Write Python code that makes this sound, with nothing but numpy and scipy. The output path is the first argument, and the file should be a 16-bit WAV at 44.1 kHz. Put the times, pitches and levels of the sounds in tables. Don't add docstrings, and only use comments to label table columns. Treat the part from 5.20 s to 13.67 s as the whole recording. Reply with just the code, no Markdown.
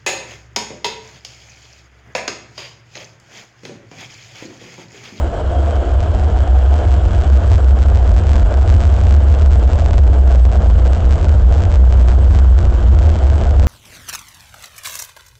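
import sys
import numpy as np
from scipy import signal
from scipy.fft import rfft, irfft, next_fast_len
from scipy.io import wavfile
from scipy.ndimage import uniform_filter1d, minimum_filter1d, map_coordinates

SR = 44100
rng = np.random.default_rng(int(sys.argv[2]) if len(sys.argv) > 2 else 0)


def generate_wav(sig):
    pcm = np.round(np.clip(np.atleast_2d(sig).T, -1, 1) * 32767).astype(np.int16)
    wavfile.write(sys.argv[1], SR, pcm)


N = 373527


def amp(db):
    return 10 ** (np.asarray(db) / 20)


def unit(x):
    return x / np.sqrt(np.mean(x ** 2) + 1e-20)


def curves(rows):
    seconds, *columns = np.transpose(rows)
    t = np.arange(N) / SR
    return [np.interp(t, seconds, column) for column in columns]


def wobble(rate):
    knots = rng.standard_normal(int(N * rate / SR) + 4)
    return map_coordinates(knots, [np.arange(N) * rate / SR])


def swells(rows):
    t = np.arange(N) / SR
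    return sum(db / (1 + ((t - centre) / half) ** 4) for centre, half, db in rows)


def spells(rows):
    t = np.arange(N) / SR
    return sum(db * ((t >= start) & (t < end)) for start, end, db in rows)


def filtered(x, response):
    size = next_fast_len(N + SR // 2)
    hz = np.fft.rfftfreq(size, 1 / SR)
    return irfft(rfft(x, size) * response(hz), size)[:N]


def coloured(x, spectrum):
    points_hz, points_db = np.transpose(spectrum)

    def response(hz):
        return amp(np.interp(np.log(hz + 1), np.log(points_hz + 1), points_db))
    return unit(filtered(x, response))


def narrow_noise(centre_hz, width_hz):
    phase = 2 * np.pi * np.cumsum(centre_hz * np.ones(N)) / SR
    return unit(wobble(width_hz) * np.cos(phase) + wobble(width_hz) * np.sin(phase))


def patchy_noise(patchy_db):
    bands = signal.stft(rng.standard_normal(N), nperseg=2048)[2]
    field = uniform_filter1d(rng.standard_normal(bands.shape), size=5, axis=0)
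    field = uniform_filter1d(field, size=6, axis=1)
    return signal.istft(bands * amp(patchy_db * unit(field)), nperseg=2048)[1][:N]


# time in seconds, then relative levels in dB of the boom,
# the body shake, the wheel howl, the roar and the rail hiss.
RIDE_COURSE = [(0, -10, -28.5, -29.5, -35.5, -45.5), (.5, -12.5, -31, -27.5, -35.5, -45),
               (1.1, -11, -26, -29.5, -35.5, -46.5), (1.45, -4, -31, -28, -34, -43.5),
               (2, -12.5, -22.5, -29.5, -36, -44), (2.25, -6, -26, -29, -34.5, -44.5),
               (2.7, -6.5, -24, -27.5, -35, -45), (3.4, -7, -24, -28, -35, -45),
               (3.75, -8.5, -25, -28, -36, -43), (4.2, -5, -23, -29, -34.5, -44.5),
               (4.6, -4.5, -23.5, -27.5, -37, -44), (5.1, -4.5, -22, -27, -35, -46.5),
               (6, -6.5, -21.5, -28.5, -36, -45), (6.7, -4.5, -21, -28, -35.5, -45),
               (7.4, -5.5, -21.5, -29, -35, -45), (8.1, -6.5, -22.5, -27.5, -35.5, -45),
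               (8.47, -6.5, -21.5, -27.5, -35.5, -48)]
# centre in seconds, half length in seconds, rise in dB.
BOOM_SURGES = [(1.36, 0.058, 0.5), (2.14, 0.04, 5.5), (2.54, 0.032, 1.5), (3.24, 0.037, 0),
               (3.38, 0.035, 2.5), (4.02, 0.036, 1), (4.12, 0.021, 0.5), (4.45, 0.029, 1), (4.84, 0.036, 3),
               (5.005, 0.06, 1), (5.21, 0.037, 2.5), (5.48, .03, 0), (6.26, 0.027, 5), (6.63, 0.051, 2.5),
               (6.83, 0.015, 3.5), (7.27, 0.074, 3), (7.68, 0.042, 2), (8.05, 0.052, 2.5)]
# centre in seconds, half length in seconds, drop in dB.
BOOM_LULLS = [(.15, 0.06, 18.5), (.63, 0.023, 9.5), (.87, .03, 6), (1.1, .025, 7.5), (1.26, 0.02, 12),
              (1.43, 0.021, 9.5), (1.62, .03, 6), (1.78, .03, 2), (2.05, 0.027, 4), (2.23, 0.018, 16),
              (3.03, 0.037, 6.5), (3.305, 0.013, 12), (3.455, 0.018, 8), (3.66, 0.018, 3.5),
              (4.17, 0.038, 3.5), (4.41, 0.016, 8), (4.55, 0.049, 6.5), (4.72, 0.05, 10), (4.92, 0.03, 4.5),
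              (5.12, 0.023, 1.5), (5.33, 0.015, 13), (5.42, 0.018, 9), (5.79, 0.038, 17.5),
              (5.98, 0.061, 5), (6.16, 0.022, 6), (6.48, 0.053, 11), (7.02, 0.032, 2.5), (7.15, 0.027, 8),
              (7.42, 0.021, 5), (7.61, 0.023, 14), (7.97, 0.049, 7.5), (8.23, 0.047, 9)]
# time in seconds, pitch in Hz.
AIR_PITCH = [(0, 72.1), (.17, 62.27), (.5, 72.15), (.72, 64), (.85, 75.1), (1.2, 66.77), (1.48, 66),
             (1.57, 72.87), (1.85, 62), (2, 66), (2.25, 65.5), (2.34, 75), (2.45, 66), (2.75, 67),
             (2.92, 57), (3.13, 76), (3.25, 55), (3.5, 72.85), (3.63, 73), (3.8, 60.14), (3.92, 67.9),
             (4.2, 70.97), (4.47, 57.1), (4.57, 74.83), (4.8, 64.95), (5.08, 65.05), (5.2, 58.75),
             (5.33, 64.94), (5.58, 56.5), (5.8, 69.3), (6.25, 61.82), (6.49, 78.9), (6.6, 62.75), (6.9, 62),
             (7.15, 64.83), (7.3, 62.46), (7.7, 61), (7.87, 72.87), (8.08, 66.53), (8.25, 73.23),
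             (8.47, 66)]
WANDER_HZ = 1.568


def boom(gain_db=-1.7, lumps_db=1.5, stagger=0.52, jolts_hz=42, sway_db=0.27, sway_hz=9, wander_rate_hz=11):
    level_db = curves(RIDE_COURSE)[0] + swells(BOOM_SURGES) - swells(BOOM_LULLS)
    strength_db = np.maximum(level_db - level_db.mean(), -6)
    upset = amp(0.72 * jolting() - 0.66 * strength_db)
    pitch_hz = curves(AIR_PITCH)[0] + WANDER_HZ * wobble(wander_rate_hz)
    steady_phase = 2 * np.pi * np.cumsum(pitch_hz) / SR
    phase = steady_phase + stagger * upset * wobble(jolts_hz)
    uneven_db = upset * (lumps_db * wobble(jolts_hz) + sway_db * wobble(sway_hz))
    ring = unit(amp(uneven_db) * np.sin(phase))
    return amp(level_db + gain_db) * ring


# centre in seconds, half length in seconds, rise in dB.
ROUGH_TRACK = [(2.33, 0.018, 9), (2.72, 0.04, 1.5), (3.13, 0.048, 8), (3.57, 0.14, 3.5), (3.88, 0.086, 4),
               (4.33, 0.022, 3), (4.57, 0.06, 3), (4.73, 0.086, 10), (5.91, 0.035, 3.5), (6.06, 0.041, 3.5),
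               (6.43, 0.12, 1), (7.17, 0.029, 10), (7.44, 0.059, 5.5), (7.87, 0.11, 3.5)]
SMOOTHING = 2.5


def jolting():
    return swells(ROUGH_TRACK) - SMOOTHING * swells(BOOM_SURGES)


# frequency in Hz, relative level in dB.
BODY_SPECTRUM = [(5, -8), (20, -7.5), (38, -3), (52, 5), (65, -1), (78, 4.5), (91, 5), (105, -8.5),
                 (125, -15.5), (200, -56), (400, -120)]
# frequency in Hz, relative level in dB.
FLOOR_SPECTRUM = [(60, -45.5), (120, -7), (155, 0.5), (182, -5), (208, -7), (240, -12), (300, -34),
                  (600, -85.5)]


def structure(rumble_db=9.5, drone_db=-32, drone_follows=0.78, lull_share=0.14, jolt_share=.55):
    shake_db = curves(RIDE_COURSE)[1] + jolt_share * jolting()
    body_db = shake_db + rumble_db - lull_share * swells(BOOM_LULLS)
    panels_db = drone_db + drone_follows * (shake_db - shake_db.mean())
    rumble = amp(body_db) * coloured(rng.standard_normal(N), BODY_SPECTRUM)
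    drone = amp(panels_db) * coloured(rng.standard_normal(N), FLOOR_SPECTRUM)
    return rumble + drone


# time in seconds, relative level in dB.
FLOOR_MODE = [(0, -43.5), (1.3, -38.5), (1.95, -35.5), (2.15, -34), (2.5, -36), (2.9, -35), (3.13, -32.5),
              (3.4, -33), (3.8, -35.5), (4.25, -34), (5.2, -38.5), (6.3, -34), (6.9, -33), (7.4, -36),
              (8, -34), (8.47, -34)]
# time in seconds, relative level in dB.
WALL_MODE = [(0, -39), (.45, -40), (.68, -29), (.9, -42), (1.6, -38), (2.5, -39.5), (3.6, -36),
             (4.4, -42.5), (5.3, -41), (6.5, -39.5), (7.5, -36), (8, -34.5), (8.47, -37.5)]


def panel_modes(floor_hz=208, floor_width_hz=22, floor_db=1.0, wall_hz=343, wall_width_hz=22, wall_db=0.5):
    floor = amp(curves(FLOOR_MODE)[0] + floor_db) * narrow_noise(floor_hz, floor_width_hz)
    wall = amp(curves(WALL_MODE)[0] + wall_db) * narrow_noise(wall_hz, wall_width_hz)
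    return floor + wall


# frequency in Hz, relative level in dB.
HOWL_SPECTRUM = [(100, -41), (240, -8), (305, -0.5), (342, -4.5), (385, -2.5), (420, -2.5), (475, -0.3),
                 (535, -2), (600, -2), (645, -1), (715, -2.5), (810, -8), (950, -17), (1500, -66)]
# centre in Hz, width in Hz, level in dB against the howl's noise.
HOWL_RINGS = [(468.6, 22, -19), (602.4, 24, -16.5), (687, 28, -14)]
# frequency in Hz, relative level in dB.
ROAR_SPECTRUM = [(500, -28), (900, 0), (1150, -2.5), (1520, -2), (1650, -5.5), (1780, -12.5), (4000, -40.5)]
# frequency in Hz, relative level in dB.
RAIL_SPECTRUM = [(1000, -36.5), (2000, -2.5), (2600, -2), (3120, 1.5), (3900, -8), (5000, -11.5),
                 (6100, -15), (7100, -8.5), (7800, -14.5), (9000, -15)]


def rolling(howl_db=1.5, roar_db=0.1, hiss_db=0.24, flutter_db=-1.25, drift_db=0.04, chatter_db=-0.5):
    wheel_db, tunnel_db, rail_db = curves(RIDE_COURSE)[2:]
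    contact_db = flutter_db * wobble(64) + drift_db * wobble(2.3)
    rings = sum(amp(db) * narrow_noise(hz, width_hz) for hz, width_hz, db in HOWL_RINGS)
    howl_noise = coloured(patchy_noise(patchy_db=-0.1), HOWL_SPECTRUM)
    howl = amp(wheel_db + howl_db) * (howl_noise + rings) + singing()
    roar = amp(tunnel_db + roar_db) * coloured(rng.standard_normal(N), ROAR_SPECTRUM)
    hiss = amp(rail_db + hiss_db) * coloured(patchy_noise(patchy_db=2.0), RAIL_SPECTRUM) + sheen()
    rough_db = chatter_db * unit(wobble(30) + wobble(160))
    chattering = unit(amp(rough_db)) * howl + unit(amp(rough_db / 2)) * roar
    return amp(contact_db) * (chattering + hiss)


# time in seconds, pitch in Hz, relative level in dB.
WHEEL_SONG = [(0, 676, -35), (.35, 702.8, -31.5), (.8, 704.1, -33), (1.05, 725, -33.5), (1.3, 743.8, -30.5),
              (1.8, 702.8, -33), (2.3, 686, -38.5), (3.3, 697, -44.5), (4.6, 684.2, -34.5),
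              (5.1, 687.6, -41), (5.8, 693.1, -43), (7, 682, -39.5), (8.47, 661, -43)]


def singing(width_hz=75, gain_db=0.0, lower_ratio=.865, lower_width_hz=70, lower_db=-3):
    pitch_hz, level_db = curves(WHEEL_SONG)
    upper = narrow_noise(pitch_hz, width_hz)
    lower = amp(lower_db) * narrow_noise(lower_ratio * pitch_hz, lower_width_hz)
    return amp(level_db + gain_db) * (upper + lower)


# time in seconds, relative level in dB.
SHEEN_LEVEL = [(0, -53), (2.05, -49), (2.2, -61.5), (8.47, -58)]


def sheen(centre_hz=3130, width_hz=540):
    level_db = curves(SHEEN_LEVEL)[0] + 1.5 * wobble(18)
    return amp(level_db) * narrow_noise(centre_hz, width_hz)


# centre in seconds, half length in seconds (to 1/e), relative level in dB.
FLANGE_SQUEAKS = [(.175, .016, -49), (.38, 0.025, -43)]


def squeaks(pitch_hz=3230, waver_hz=25):
    t = np.arange(N) / SR
    envelope = sum(amp(db) * np.exp(-((t - centre) / half) ** 2) for centre, half, db in FLANGE_SQUEAKS)
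    phase = 2 * np.pi * np.cumsum(pitch_hz + waver_hz * wobble(90)) / SR
    return envelope * unit(np.sin(phase))


def scene():
    return (boom() + structure() + panel_modes() + rolling() + squeaks())[None]


def limiter(x, ceiling=0.87, size=550):
    needed = ceiling / np.maximum(np.abs(x), ceiling)
    return x * uniform_filter1d(minimum_filter1d(needed, size), size)


def overload(x, top=0.71, hardness=6, shut=0.68, split_hz=135):
    bass = filtered(x, lambda hz: 1 / (1 + (hz / split_hz) ** 10))
    rounded = bass / (1 + np.abs(bass / top) ** hardness) ** (1 / hardness)
    openness = np.maximum(1 - np.square(rounded / shut), 0)
    return rounded + (x - bass) * openness


# frequency in Hz, relative level in dB.
RECORDER_HISS = [(1000, -2), (4000, 0.5), (5500, -3.5), (7500, -4.5), (9000, -18.5)]


def self_noise(level_db=-64.5, pitch_hz=8000, hiss_db=-55):
    whistle = unit(wobble(45) * np.sin(2 * np.pi * pitch_hz * np.arange(N) / SR))
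    hiss = coloured(rng.standard_normal(N), RECORDER_HISS)
    return amp(level_db) * whistle + amp(hiss_db) * hiss


BLOCK_HZ, FIRST_SEAM = 125, .0053
# time in seconds, size in dB.
CRACKLE_SIZE = [(0, -29), (.4, -22.5), (1.2, -22.5), (2.5, -17), (3.5, -20.5), (4.4, -18), (5.5, -17.5),
                (6.5, -19.5), (7.6, -18), (8.47, -14)]
# start in seconds, end in seconds, change in dB (mostly a rise).
CRACKLE_BURSTS = [(.8, .85, 7), (.99, 1.24, 4.5), (1.71, 1.75, 7), (1.95, 2.06, 7), (2.12, 2.18, 14),
                  (2.28, 2.36, 8), (2.89, 3.04, 2.5), (3.07, 3.23, 6), (3.3, 3.4, 1), (3.47, 3.57, 12),
                  (3.6, 3.68, 7), (3.72, 3.78, 8), (3.81, 3.95, 6), (4.07, 4.15, 6), (4.31, 4.35, 5),
                  (4.5, 4.79, 5), (5.07, 5.16, 7.5), (5.31, 5.36, 8), (5.63, 5.68, 10), (5.89, 5.95, 6),
                  (6.01, 6.06, 8), (6.31, 6.39, 5), (6.42, 6.47, 0), (6.5, 6.56, 1), (6.72, 6.82, 6),
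                  (6.87, 6.92, 15), (7.01, 7.06, 9), (7.15, 7.2, 13), (7.38, 7.46, 5), (7.78, 7.87, 2),
                  (7.94, 8.01, -1), (8.39, 8.45, 7)]
# start in seconds, end in seconds, drop in dB.
CRACKLE_PAUSES = [(.6, .79, 2.5), (.85, .89, 7), (2.52, 2.58, 6), (3.23, 3.26, 5), (3.43, 3.47, 5),
                  (4.79, 4.91, 4), (4.95, 5.07, 10), (5.27, 5.31, 6), (5.36, 5.39, 6), (5.47, 5.5, 8),
                  (5.6, 5.63, 8), (5.68, 5.72, 10), (6.23, 6.31, 6), (6.47, 6.5, 9), (6.59, 6.68, 2),
                  (6.83, 6.87, 10), (7.2, 7.38, 3), (8.01, 8.07, 3)]
# time in seconds, size in dB.
SEAM_TICKS = [(0.509, -15), (0.805, -13.0), (1.541, -13.0), (1.581, -16), (1.741, -13), (2.021, -15),
              (2.037, -15), (2.317, -10.0), (2.333, -11.5), (2.341, -11), (2.357, -12.5), (2.629, -12.5),
              (2.749, -15), (2.757, -13.0), (2.773, -13.0), (2.893, -15.0), (2.965, -13), (2.981, -13),
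              (2.989, -13.0), (3.069, -13.0), (3.085, -18), (3.093, -11), (3.117, -11), (3.133, -10),
              (3.157, -10), (3.165, -11.5), (3.181, -15), (3.197, -14), (3.341, -11.5), (3.477, -12),
              (3.493, -12), (3.501, -8), (3.525, -14.0), (3.541, -12), (3.549, -14), (3.565, -16),
              (3.605, -11), (3.613, -13), (3.637, -12.5), (3.653, -12), (3.765, -15), (3.813, -13.5),
              (3.853, -14.0), (3.869, -13), (3.893, -16), (3.909, -11), (3.925, -7.5), (3.941, -12.0),
              (4.141, -16), (4.221, -13), (4.229, -17), (4.261, -13.5), (4.333, -13.0), (4.525, -17),
              (4.533, -11.0), (4.557, -16), (4.589, -14), (4.597, -12), (4.605, -15), (4.645, -18),
              (4.661, -10), (4.685, -17), (4.709, -12), (4.733, -11.0), (4.781, -9.5), (5.253, -12.5),
              (5.317, -16), (5.341, -18), (5.357, -16), (5.677, -15), (5.733, -10.0), (5.749, -14),
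              (5.909, -11.5), (5.917, -14), (5.925, -10.5), (5.933, -14), (6.045, -11.0), (6.085, -15),
              (6.093, -12.5), (6.325, -13.0), (6.341, -14.5), (6.381, -15), (6.421, -13), (6.437, -11),
              (6.453, -13), (6.517, -14.0), (6.525, -14.0), (6.541, -12.5), (6.557, -13.0), (6.725, -10.0),
              (6.885, -9), (7.149, -11.5), (7.189, -10.5), (7.197, -16), (7.389, -10), (7.453, -13),
              (7.789, -11.5), (7.829, -15), (7.853, -15), (7.861, -15), (7.893, -13.0), (7.901, -13.0),
              (7.957, -14), (7.989, -14.5), (8.101, -12), (8.181, -14), (8.213, -13), (8.237, -13),
              (8.269, -15), (8.309, -14.0), (8.397, -9.5), (8.421, -17), (8.429, -13.5), (8.445, -13.5)]


def seams(x, largest_db=-15.0, crest=0.91, relax_hz=240, edge_hz=18000):
    at = np.round(np.arange(FIRST_SEAM, N / SR, 1 / BLOCK_HZ) * SR).astype(int)
    size_db = curves(CRACKLE_SIZE)[0] + spells(CRACKLE_BURSTS) - spells(CRACKLE_PAUSES)
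    headroom = np.maximum(1 - np.square(x[at] / crest), .25)
    drive = amp(size_db[at] - largest_db) * headroom * rng.standard_normal(len(at))
    steps = amp(largest_db) * np.tanh(drive)
    for seconds, db in SEAM_TICKS:
        steps[round((seconds - FIRST_SEAM) * BLOCK_HZ)] = amp(db) * rng.choice([-1, 1])
    jumps = np.bincount(at, steps, N)

    def response(hz):
        relaxing = SR / (2 * np.pi) * -1j * hz / (hz ** 2 + relax_hz ** 2)
        return relaxing * (1 + (hz / edge_hz) ** 2)
    return filtered(jumps, response)


CEILING, TOP_HZ = .708, 8100


def record(dry):
    squashed = overload(limiter(dry[0])) + self_noise()
    clipped = np.clip(squashed + seams(squashed), -CEILING, CEILING)
    return filtered(clipped, lambda hz: 1 / np.sqrt(1 + (hz / TOP_HZ) ** 80))[None]


dry = scene()
out = record(dry)
generate_wav(out)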